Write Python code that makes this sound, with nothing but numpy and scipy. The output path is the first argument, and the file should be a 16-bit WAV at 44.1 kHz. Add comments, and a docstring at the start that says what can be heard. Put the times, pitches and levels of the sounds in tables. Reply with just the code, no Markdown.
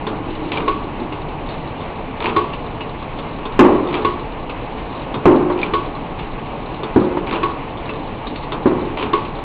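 """Card-wrapping machine

An automatic machine wraps decks of cards in a workshop, one pack about every 1.7 s. Over the rumble
of the drive and the rattle of the chain, the linkage ticks, film crunches in the jaws and a steel
lever clacks home. Later a heavy knock shakes the sheet-metal housing once a cycle and overloads a
close, narrow-band microphone."""
import sys
import numpy as np
from scipy import signal
from scipy.fft import rfft, irfft, next_fast_len
from scipy.io import wavfile

SR = 44100
rng = np.random.default_rng(int(sys.argv[2]) if len(sys.argv) > 2 else 0)


def generate_wav(sig):
    """Save sig (samples, or channels by samples) to the path in sys.argv[1] as 16-bit PCM at SR."""
    pcm = np.round(np.clip(np.atleast_2d(sig).T, -1, 1) * 32767).astype(np.int16)
    wavfile.write(sys.argv[1], SR, pcm)


N = 416295
TIME = np.arange(N) / SR
AGE = TIME[:SR]  # seconds since a hit; every one-shot lasts 1 s


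def undb(db):
    """Decibels to gain."""
    return 10 ** (np.asarray(db) / 20)


def unit(x):
    """Scale to rms 1."""
    return x / np.sqrt(np.mean(x ** 2))


def noise(spectrum, size):
    """Noise shaped by an EQ curve of (Hz, dB) points on a log-frequency axis, rms 1."""
    hz = np.fft.rfftfreq(size, 1 / SR)
    point_hz, point_db = np.transpose(spectrum)
    curve_db = np.interp(np.log(hz + 1e-3), np.log(point_hz), point_db)
    return unit(irfft(rfft(rng.standard_normal(size)) * undb(curve_db), size))


def band(centre_hz, width_hz, size):
    """Noise in one steep-sided resonance, rms 1."""
    hz = np.fft.rfftfreq(size, 1 / SR)
    rolloff = 1 + (2 * (hz - centre_hz) / width_hz) ** 4
    return unit(irfft(rfft(rng.standard_normal(size)) / rolloff, size))


def wander(rate_hz):
    """Random modulation that glides between values with a spread of 1."""
    knots = np.arange(0, TIME[-1] + 1, 1 / rate_hz)
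    return np.interp(TIME, knots, rng.standard_normal(1024)[:len(knots)])


def attack(rise_s):
    """Soft onset: vibration takes a moment to spread through a part."""
    return 1 - np.exp(-AGE / rise_s)


def fade(t60):
    """Exponential decay, 60 dB down after t60 seconds."""
    return np.exp(-np.log(1000) * AGE / t60)


def ring(modes, scatter_db, detune):
    """A struck object: decaying sines whose levels and pitches vary from hit to hit."""
    chance = rng.standard_normal((len(modes), 2))
    return sum(undb(db + scatter_db * a) * fade(t60) * np.sin(2 * np.pi * hz * (1 + detune * b) * AGE)
               for (hz, db, t60), (a, b) in zip(modes, chance))


def crackle(per_second, cap_db, size):
    """Random impulses, mostly small with a few strong ones."""
    fires = rng.random(size) < per_second / SR
    return fires * undb(np.minimum(4 * rng.exponential(size=size), cap_db))


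def add(track, start, sound):
    """Mix a sound into the track at a time in seconds."""
    i = int(start * SR)
    track[i:i + len(sound)] += sound[:N - i]


# Tone of the running drive: (frequency [Hz], level [dB])
DRIVE_SPECTRUM = [(11, -30), (18, 4.5), (53, -4.5), (71, -7.5), (151, -3.5), (195, -7), (270, -3.5),
                  (382, -9), (429, -8), (482, -8), (900, -11), (1570, -22.5), (2800, -22), (3690, -31),
                  (4550, -37), (5920, -71), (10000, -120)]
# Resonances the drive keeps ringing: (centre [Hz], width [Hz], level [dB])
HUM_BANDS = [(94, 6.6, -52), (157, 26, -46), (436.6, 24, -43), (860, 270, -37), (1093, 200, -41),
             (2320, 640, -49.5)]
# Fader curve of the housing's drone, strongest near the start: (time [s], level [dB])
DRONE_CURVE = [(0, 3), (.7, 10), (1.3, -3.5), (9.4, -1)]


def drive():
    """Motor and gears rumble and whirr in flickering octave bands and keep frame and housing humming."""
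    rumble_db, whirr_db = -26.5, -27.5
    size = next_fast_len(N, real=True)
    spectrum = rfft(noise(DRIVE_SPECTRUM, size))
    octave = np.log2(np.fft.rfftfreq(size, 1 / SR) + 1)
    shared_drift_db = 0.24 * wander(8.2)
    motor = np.zeros(N)
    for centre in range(4, 13):
        window = np.maximum(1 - np.abs(octave - centre), 0)
        level_db = rumble_db if 2 ** centre < 200 else whirr_db
        flicker_db = 1.8 * wander(28)
        motor += irfft(spectrum * window, size)[:N] * undb(level_db + shared_drift_db + flicker_db)
    hum = sum(undb(db) * band(hz, width, size)[:N] for hz, width, db in HUM_BANDS)
    drone_db = np.interp(TIME, *np.transpose(DRONE_CURVE)) - 39
    drone = undb(drone_db) * band(315, 87, size)[:N]
    return motor + undb(0.03) * hum + drone


# Bite of a hard contact on steel: (frequency [Hz], level [dB])
CRACK_SPECTRUM = [(150, -11.5), (400, 7.5), (700, -6.5), (1100, 8.5), (1500, -10.5), (2500, -4),
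                  (3600, -7.5), (4600, -16)]
# Cue sheet for chain, linkage, film and lever, one row a pack: (clack time [s], clack level [dB],
# film level [dB], first-grip trim [dB], catch lead before the clack [s], catch level [dB])
CYCLES = [(.678, -1, -1.5, 5.5, .611, 1.5), (2.363, 2, 2.5, -0.5, 0.56, -8), (4.047, 0.5, 1, -6, .594, -1),
          (5.736, 0.5, -1, -1.5, .595, 2), (7.431, -2, 2, -4, .599, 0), (9.132, 0.5, -2, 4.5, .612, 3)]


def chain():
    """The conveyor chain rattles over its sprockets in faint clicks that bunch up before each clack."""
    lead_s, spread_s = 0.79, 0.092
    bunching = sum(np.exp(-0.5 * ((TIME - clack + lead_s) / spread_s) ** 2) for clack, *_ in CYCLES)
    clicks_per_s = 26 * undb(5 * wander(3.7) + 8.5 * bunching)
    clicks = crackle(clicks_per_s, cap_db=11, size=N)
    link = (band(3700, 1000, SR) + undb(5.5) * noise(CRACK_SPECTRUM, SR)) * fade(0.09)
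    return undb(-45) * unit(signal.fftconvolve(clicks, link)[:N])


def workshop(dry):
    """Nearby steel and the walls add a short, bright wash of reflections."""
    echoes = unit(rng.standard_normal(SR) * fade(0.12) * (AGE > 0.003)) / np.sqrt(SR)
    echoes = signal.sosfilt(signal.butter(2, 1300, "high", fs=SR, output="sos"), echoes)
    return dry + undb(-13.5) * signal.fftconvolve(dry, echoes)[:N]


# Bright ring of the light steel linkage: (frequency [Hz], level [dB], t60 [s])
LINKAGE_MODES = [(2190, 0.5, .1), (2650, 2.5, 0.11), (2860, -1.5, 0.13), (3600, 0, .1), (3660, -3, .12),
                 (4160, -3, .06), (4350, 3, 0.13)]
# Dull thud of the machine bed under a small blow: (frequency [Hz], level [dB])
BED_SPECTRUM = [(80, -12.5), (250, -4.5), (350, -2), (390, -3.5), (435, 3.5), (490, -9), (720, -14.5),
                (1000, -4), (1500, -16), (3000, -44)]


def tick(centre_hz, thud_db):
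    """The linkage clicks, rings in the modes near the struck part's pitch and nudges the bed."""
    modes = [(hz, db - abs(hz - centre_hz) / 65, t60) for hz, db, t60 in LINKAGE_MODES]
    steel = undb(-31) * ring(modes, scatter_db=4, detune=0.0052)
    click = undb(-32.5) * band(centre_hz, 600, SR) + undb(-24) * noise(CRACK_SPECTRUM, SR)
    thud = undb(thud_db - 26) * noise(BED_SPECTRUM, SR) * fade(0.45)
    return attack(0.00079) * (steel + click * fade(0.11) + thud)


# Stray ticks of loose links: (time [s], level [dB], ring centre [Hz])
LOOSE_LINKS = [(1.488, -6, 3900), (2.532, 0.5, 2900), (3.185, -2.5, 3400), (3.872, -7, 3600),
               (7.771, -7, 3400), (8.268, 0, 3900), (8.358, -3, 3950), (8.433, -4.5, 3800),
               (9.248, -3, 2600)]


def linkage_ticks():
    """The cam ticks early in the cycle, a catch drops before the jaws close, loose links tick between."""
    cam_lead_s = 1.241
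    out = np.zeros(N)
    for clack, *_, catch_lead, catch_db in CYCLES:
        if clack > cam_lead_s:
            add(out, clack - cam_lead_s, undb(-1) * tick(centre_hz=2650, thud_db=-4.5))
        add(out, clack - catch_lead, undb(catch_db) * tick(centre_hz=3440, thud_db=2.5))
    for start, db, centre_hz in LOOSE_LINKS:
        add(out, start, undb(db) * tick(centre_hz, thud_db=-12))
    return out


# Boom of the sheet-metal panels: (frequency [Hz], level [dB], t60 [s])
PANEL_MODES = [(106, -25.5, 0.36), (144, -21.5, 0.99), (184.5, -19, 1.2), (213.5, -15.5, 0.87),
               (260, -7.5, 0.1), (264, -9.5, 0.52), (305, -7.5, 1.1), (309.3, -7, 0.39), (360, -12.5, 1),
               (355.7, -10, 1.3), (360, -6, 0.6), (403.5, -16, 1.2), (451, -18, 1.3), (541, -14.5, 0.95),
               (672, -19.5, 0.11), (879, -19.5, 0.51), (1050, -22.5, 0.59)]
# Low thump of the housing as a whole: (frequency [Hz], level [dB], t60 [s])
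THUMP_MODES = [(113.7, -12, 0.3), (180, -16.5, 0.12), (250.7, -1, 0.3), (314, -0.5, .1)]
# Dense ring of the frame: (frequency [Hz], level [dB])
FRAME_SPECTRUM = [(50, -18.5), (170, -11.5), (260, 0.5), (370, 1.5), (480, -7), (720, -14), (1080, -17),
                  (1350, -22.5), (2600, -48), (4500, -51.5)]
# Clatter of loose steel parts: (frequency [Hz], level [dB])
CLATTER_SPECTRUM = [(200, -10.5), (550, 2), (720, -1), (1100, 5), (1400, -13.5), (2000, -14.5), (2700, -16),
                    (3600, -28.5), (4600, -34)]
# Light bumps and heavy knocks: (time [s], level [dB], contact hardness [dB], thump trim [dB])
HOUSING_HITS = [(.25, -23.5, -1, 3), (1.002, -20.5, -8, 6), (3.591, 4.5, 8.5, -2), (5.255, 3, 3.5, 1.5),
                (5.499, -18.5, 15.5, 0), (6.960, -1.5, -7.5, 0.5), (7.171, -19, 14.5, 9.5),
                (8.657, -3.5, -0.5, 0.5)]


def housing_knocks():
    """The struck housing thumps and booms; the harder the contact, the more loose steel clatters."""
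    bounce_s, bounce_db = 0.056, -10.5  # the striking part falls back once
    out = np.zeros(N)
    for start, hit_db, hard_db, thump_db in HOUSING_HITS:
        boom = undb(-8) * ring(PANEL_MODES, scatter_db=2.3, detune=0.0022) * attack(0.0046)
        frame_tail = undb(-11) * noise(FRAME_SPECTRUM, SR) * fade(0.93)
        clatter_tail = undb(hard_db / 2 - 21) * noise(CLATTER_SPECTRUM, SR) * fade(0.88)
        add(out, start, undb(hit_db) * (boom + attack(0.0011) * (frame_tail + clatter_tail)))
        for delay, contact_db in ((0, 0), (bounce_s, bounce_db)):
            thump = undb(thump_db - 10) * ring(THUMP_MODES, scatter_db=4, detune=0.0093)
            frame = undb(-1) * noise(FRAME_SPECTRUM, SR) * fade(0.059)
            clatter = undb(hard_db - 13.5) * noise(CLATTER_SPECTRUM, SR) * fade(0.15)
            impact = attack(0.00079) * (thump + frame + clatter)
            add(out, start + delay, undb(hit_db + contact_db) * impact)
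    return out


# Short ring of one snap of film: (frequency [Hz], level [dB], t60 [s])
SNAP_MODES = [(1960, -4.5, 0.0054), (2333, 0, 0.035), (2570, -15.5, 0.017), (3610, -4, 0.012)]
# Tone of crumpling film: (frequency [Hz], level [dB])
FILM_SPECTRUM = [(300, -11), (950, 4), (1550, -20), (2000, -4), (2450, 2), (3000, -2), (3600, -7),
                 (4600, -19)]


def crunch(length_s, snap_db):
    """Film gives way with one snap and a burst of tiny ones, while the jaws load the bed."""
    snaps = crackle(per_second=450, cap_db=12, size=SR) * (AGE < length_s)
    snaps[0] = 3  # the burst opens on a strong snap
    snap_energy = fade(0.0082) ** 2 + undb(-28) * fade(0.28) ** 2
    energy = signal.fftconvolve(snaps ** 2, snap_energy)[:SR]
    envelope = np.sqrt(np.abs(energy) / np.mean(energy[:int(length_s * SR) + 1]))
    first_snap = undb(snap_db - 21.5) * ring(SNAP_MODES, scatter_db=7.5, detune=0.011)
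    crumple = undb(-28.5) * noise(FILM_SPECTRUM, SR) * envelope
    thud = undb(-27) * noise(BED_SPECTRUM, SR) * fade(0.75)
    return first_snap + crumple + thud


# Grip, squeeze, break, release: (lead before the clack [s], level [dB], length [s], snap trim [dB])
JAW_STAGES = [(.159, 0, .024, -6), (.12, 0.5, .009, -8), (.105, 4, 0.013, -3.5), (.072, -4, .009, -4)]


def film_crunches():
    """The jaws work the film in four quick crunches before each clack; the first grip varies most."""
    out = np.zeros(N)
    for clack, _, film_db, grip_db, *_ in CYCLES:
        for stage, (lead_s, stage_db, length_s, snap_db) in enumerate(JAW_STAGES):
            level_db = film_db + stage_db + (grip_db if stage == 0 else 0)
            add(out, clack - lead_s, undb(level_db) * crunch(length_s, snap_db))
    return out


# Steely ring of the lever, centred near 1.1 kHz: (frequency [Hz], level [dB], t60 [s])
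LEVER_MODES = [(997, -14, 0.31), (1085, -13, 0.037), (1098, -16.5, 0.24), (1106, -3.5, 0.26),
               (1140, -15, 0.55), (1480, -21.5, 0.21), (2144, -22.5, 0.15), (3100, -49.5, .15),
               (3540, -27, 0.071)]
# Low body from the lever's bracket: (frequency [Hz], level [dB], t60 [s])
BRACKET_MODES = [(96.4, -24, 0.5), (340.2, -9.5, 0.24), (359.2, -14, 0.31), (421.5, -12, 0.13),
                 (424, -15, 0.4)]


def lever_clacks():
    """The lever hits its stop and rings almost alike each cycle; its bracket and the room answer."""
    out = np.zeros(N)
    for start, clack_db, *_ in CYCLES:
        steel = undb(-6.5) * ring(LEVER_MODES, scatter_db=0.5, detune=0.0011) * attack(0.0026)
        bracket = undb(-6) * ring(BRACKET_MODES, scatter_db=0.5, detune=0.0018) * attack(0.0027)
        crack = undb(-14.5) * noise(CRACK_SPECTRUM, SR) * fade(0.08) * attack(0.0006)
        room = undb(-23.5) * noise(CRACK_SPECTRUM, SR) * fade(0.48)
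        add(out, start, undb(clack_db) * (steel + bracket + crack + room))
    return out


def scene():
    """Mono mix: drive and chain in the workshop, with the hits on top."""
    background = workshop(drive() + chain())
    return (background + linkage_ticks() + film_crunches() + lever_clacks() + housing_knocks())[None]


def overload(x, ceiling, knee):
    """Pass small signals unchanged and flatten peaks at the ceiling; a higher knee clips harder."""
    return x / (1 + np.abs(x / ceiling) ** knee) ** (1 / knee)


def record(dry):
    """The microphone overloads and loses the treble; the next stage shaves the highest crests."""
    mic_top_hz, output_top_hz = 4650, 15700
    clipped = overload(dry, ceiling=0.785, knee=12)
    dulled = signal.sosfilt(signal.butter(4, 3900, fs=SR, output="sos"), clipped)
    narrow = signal.sosfilt(signal.ellip(8, 0.2, 80, mic_top_hz, fs=SR, output="sos"), dulled)
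    shaved = overload(narrow, ceiling=0.77, knee=24)
    return signal.sosfilt(signal.ellip(8, 0.2, 70, output_top_hz, fs=SR, output="sos"), shaved)


dry = scene()
out = record(dry)
generate_wav(out)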